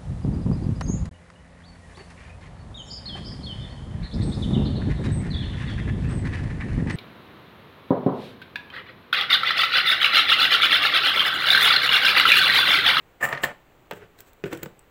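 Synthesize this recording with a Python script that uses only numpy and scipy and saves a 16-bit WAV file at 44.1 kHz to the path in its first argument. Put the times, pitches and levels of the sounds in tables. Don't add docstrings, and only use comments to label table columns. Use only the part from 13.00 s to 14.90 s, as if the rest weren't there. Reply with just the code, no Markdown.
import sys
import numpy as np
from scipy import signal
from scipy.fft import rfft, irfft, next_fast_len
from scipy.io import wavfile

SR = 44100
rng = np.random.default_rng(int(sys.argv[2]) if len(sys.argv) > 2 else 0)


def dump_mix(stems):
    frames = np.atleast_2d(stems).T
    limited = np.clip(frames, -1, 1)
    pcm = np.round(limited * 32767).astype(np.int16)
    wavfile.write(sys.argv[1], SR, pcm)


N = 83790
T = np.arange(N) / SR


def from_db(db):
    return 10 ** (np.asarray(db) / 20)


def unit_rms(x):
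    return x / np.sqrt(np.mean(x ** 2) + 1e-20)


def eq(x, curve):
    size = 2 * next_fast_len(N)
    hz, db = np.transpose(curve)
    log_hz = np.log(np.fft.rfftfreq(size, 1 / SR) + 1)
    gain = unit_rms(from_db(np.interp(log_hz, np.log(hz), db)))
    cepstrum = irfft(np.log(gain))
    cepstrum[1:size // 2] *= 2
    cepstrum[size // 2 + 1:] = 0
    return irfft(rfft(x, size) * np.exp(rfft(cepstrum)), size)[:N]


def decay(start, t60):
    return (T >= start) * from_db(-60 * np.clip((T - start) / t60, 0, 10))


def struck(start, hz, t60):
    return decay(start, t60) * np.sin(2 * np.pi * hz * (T - start))


def resonate(x, hz, t60):
    radius = from_db(-60 / (t60 * SR))
    zeros = np.sqrt((1 - radius ** 2) / 2) * np.array([1, 0, -1])
    poles = [1, -2 * radius * np.cos(2 * np.pi * hz / SR), radius ** 2]
    return signal.lfilter(zeros, poles, x + 1e-18)


def wobble(rate_hz):
    return np.interp(T * rate_hz, np.arange(N), rng.standard_normal(N))


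def grains(per_s=6000, spread_db=2.5):
    sizes = from_db(spread_db * np.minimum(rng.exponential(1, N), 4)) * rng.choice([-1, 1], N)
    return unit_rms(sizes * (rng.random(N) < per_s / SR))


# f/Hz, level/dB
ROOM_TONE_EQ = [(25, 2.5), (55, -0.5), (85, -3.5), (140, -1), (220, -7.5), (350, -3), (1400, -12),
                (2600, -16.5), (4300, -25.5), (5200, -33), (7700, -27.5), (9500, -37.5), (12500, -33),
                (15200, -25)]


def room_tone():
    return from_db(-56.5) * eq(rng.standard_normal(N), ROOM_TONE_EQ)


# t/s, grind level/dB, hiss level/dB
DRAG = [(0.199, -65.5, -80), (0.214, -34.5, -46), (0.223, -41.5, -48), (0.23, -28.5, -31),
        (.255, -31.5, -37.5), (0.271, -39, -45), (.32, -38.5, -49.5), (0.332, -28, -49), (0.345, -40, -66),
        (.398, -45.5, -81), (0.427, -46, -46), (0.438, -30, -28), (.452, -31.5, -37), (0.467, -40.5, -48),
        (0.519, -46, -78)]
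# f/Hz, level/dB
GRIND_EQ = [(40, -37.5), (140, 0), (250, -3.5), (400, -4), (560, 5), (950, 1), (1900, -1.5), (2800, -7),
            (5200, -34), (7700, -40), (11000, -59)]
# f/Hz, level/dB, t60/s
BOARD_MODES = [(141, -12.5, 0.11), (593, -15.5, 0.078), (705, -26, 0.29), (855, -16.5, 0.04),
               (1050, -16, 0.048), (1186, -8, 0.048), (1820, -8, 0.027)]
# f/Hz, level/dB
RASP_EQ = [(1500, -24), (3500, -22), (5500, -5), (7600, 16.5), (9200, 5), (12000, -0.5), (15000, 14.5)]


def scrape():
    times, *levels = np.transpose(DRAG)
    grind, hiss = [from_db(np.interp(T, times, db, left=-120, right=-120)) for db in levels]
    friction = grind * grains()
    body = sum(from_db(db) * resonate(friction, hz, t60) for hz, db, t60 in BOARD_MODES)
    return from_db(3) * eq(friction, GRIND_EQ) + body + eq(hiss * grains(), RASP_EQ)


# t/s, length/s, level/dB, f/Hz, rasp relative to the squeak/dB, catch level/dB
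SQUEAKS = [(.208, 0.012, -35, 1825, -15.5, -55), (.2255, 0.011, -17, 1758, -22.5, -54),
           (0.2375, 0.0089, -17, 1742, -14.5, -39), (.2505, 0.004, -13, 1791, -16, -32.5),
           (.287, 0.0058, -25, 1820, -14.5, -41), (.3265, 0.0038, -17.5, 1803, -32, -30.5),
           (.349, 0.0036, -26, 1876, -34, -37.5), (.374, 0.006, -27, 1841, -34, -35),
           (.4352, 0.0025, -24.5, 1802, -13, -21), (.4385, 0.0056, -12, 1771, -25, -42),
           (.4475, 0.0022, -20, 1830, -5, -28)]
# f/Hz, level/dB
CATCH_EQ = [(1000, -2), (2900, 6), (4300, -0.5), (6000, -14), (11000, -39)]


def squeaks(attack_s=0.002, release_s=0.0013, pitch_jitter=0.03, flutter_db=1.5):
    level, rasp, catch = np.zeros((3, N))
    starts, _, _, pitches, _, _ = np.transpose(SQUEAKS)
    hz = np.interp(T, starts, pitches) * (1 + pitch_jitter * wobble(500))
    cycles = np.cumsum(hz) / SR
    for start, length, db, _, rasp_db, catch_db in SQUEAKS:
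        attack = np.clip((T - start) / attack_s, 0, 1)
        release = np.exp(-np.maximum(T - start - length, 0) / release_s)
        grip = from_db(db) * attack * release
        level = np.maximum(level, grip)
        rasp += from_db(rasp_db) * grip
        catch += from_db(catch_db) * decay(start, t60=0.032)
    tone = level * from_db(flutter_db * wobble(400)) * np.sin(2 * np.pi * cycles)
    pulses = np.diff(np.floor(cycles), prepend=0)
    slips = unit_rms(pulses * (1 + .5 * rng.standard_normal(N)))
    return tone + eq(rasp * slips, RASP_EQ) + eq(catch * rng.standard_normal(N), CATCH_EQ)


# t/s, ring f/Hz, then level/dB of ring, thump, rim, clack and snap
KNOCKS = [(0.9103, 438.4, -27, -43, -26, -26.5, -38), (0.9219, 422, -43, -34, -32, -34.5, -58),
          (.934, 440, -36, -51, -47, -41, -42), (1.4388, 400, -20.5, -22, -41.5, -26.5, -44),
          (1.458, 355, -25, -49, -62, -34, -47), (1.527, 333, -35.5, -38, -50, -27, -58),
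          (1.531, 325, -21, -31.5, -39.5, -53, -29), (1.5734, 337, -42, -38, -72, -63, -37.5),
          (1.6306, 345, -31.5, -30.5, -44, -34, -39), (1.659, 442, -37.5, -31, -38, -35, -45)]
# multiple of the ring pitch, level/dB, t60/s
LID_MODES = [(1, 1.5, 0.067), (1.39, -20.5, 0.17)]
# f/Hz, level/dB
RIM_MODES = [(570, 1), (710, -4), (895, 0.5), (1240, -9.5)]
# f/Hz, level/dB
CLACK_EQ = [(100, -12), (450, 9), (850, -11), (1500, 5.5), (2200, -2), (3000, -4.5), (4500, -18),
            (8000, -25.5), (12000, -71.5)]
# f/Hz, level/dB
SNAP_EQ = [(1000, 1.5), (3800, 3.5), (5200, -5), (6800, 1.5), (7900, 8), (9300, -8.5), (12000, -4),
           (15000, 6)]
SNAP_T60_S = 0.016


def knocks(side_wall_hz=1520, thump_ratio=0.44, thump_lag_s=0.00473):
    body, snap = rim_ticks()
    clack = np.zeros(N)
    for start, hz, ring_db, thump_db, rim_db, clack_db, snap_db in KNOCKS:
        for ratio, db, t60 in LID_MODES:
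            body += from_db(ring_db + db) * struck(start, hz * ratio, t60)
        for k, (rim_hz, db) in enumerate(RIM_MODES):
            body -= (-1) ** k * from_db(rim_db + db) * struck(start, rim_hz, t60=0.027)
        body += from_db(ring_db - 23) * struck(start, side_wall_hz, t60=0.022)
        body += from_db(thump_db) * struck(start + thump_lag_s, hz * thump_ratio, t60=0.053)
        clack += from_db(clack_db) * decay(start, t60=0.034)
        snap += from_db(snap_db) * decay(start, SNAP_T60_S)
    low_cut = signal.butter(2, 90, "high", fs=SR, output="sos")
    body = signal.sosfilt(low_cut, body)
    return body + eq(clack * rng.standard_normal(N), CLACK_EQ) + eq(snap * rng.standard_normal(N), SNAP_EQ)


# t/s, level/dB, resonance f/Hz
RIM_TICKS = [(0.9103, -40, 4700), (1.1883, -46.5, 3900), (1.2046, -38, 14770), (1.332, -50.5, 14500),
             (1.549, -46, 5670), (1.631, -28, 15100), (1.792, -50, 8100)]


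def rim_ticks():
    ring, snap = np.zeros((2, N))
    for start, db, hz in RIM_TICKS:
        burst = decay(start, SNAP_T60_S)
        ring += from_db(db) * resonate(burst * rng.standard_normal(N), hz, t60=0.0058)
        snap += from_db(db + 1) * burst
    return ring, snap


# peak t/s, half width/s, rub level/dB, hiss level/dB
RUBS = [(0.966, 0.017, -53.5, -56), (1.028, 0.019, -52, -74), (1.202, 0.015, -59.5, -54),
        (1.28, 0.017, -67.5, -57.5), (1.468, 0.012, -46.5, -53), (1.531, 0.013, -42.5, -50),
        (1.568, 0.048, -53.5, -58), (1.634, 0.0051, -41.5, -52)]
# f/Hz, level/dB, t60/s
RUB_MODES = [(111.4, -3.5, 0.1), (172, -4.5, 0.14), (394, -1.5, 0.033)]


def rubs():
    rub, hiss = np.zeros((2, N))
    for peak, half_width, rub_db, hiss_db in RUBS:
        swell = np.exp(-np.minimum(((T - peak) / half_width) ** 2, 100) / 2)
        rub += from_db(rub_db) * swell
        hiss += from_db(hiss_db) * swell
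    friction = rub * grains()
    body = sum(from_db(db) * resonate(friction, hz, t60) for hz, db, t60 in RUB_MODES)
    return eq(friction, CLACK_EQ) + body + eq(hiss * grains(), SNAP_EQ)


def reflections(predelay_s, db, t60):
    return from_db(db) * unit_rms(decay(predelay_s, t60) * rng.standard_normal(N)) / np.sqrt(N)


# f/Hz, level/dB
REVERB_EQ = [(250, 2), (1000, 0), (1800, -1.5), (3500, -1.5)]


def kitchen_reverb(x, damping_hz=7800):
    worktop = reflections(predelay_s=.003, db=-17, t60=0.11)
    walls = reflections(predelay_s=.012, db=-13, t60=0.26)
    response = worktop + signal.lfilter(*signal.butter(1, damping_hz, fs=SR), walls)
    return eq(signal.fftconvolve(x, response)[:N], REVERB_EQ)


def scene():
    handling = scrape() + squeaks() + knocks() + rubs()
    return (room_tone() + handling + kitchen_reverb(handling))[None]


def record(dry):
    return signal.sosfilt(signal.ellip(12, .2, 80, 15750, fs=SR, output="sos"), dry)


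dry = scene()
out = record(dry)
dump_mix(out)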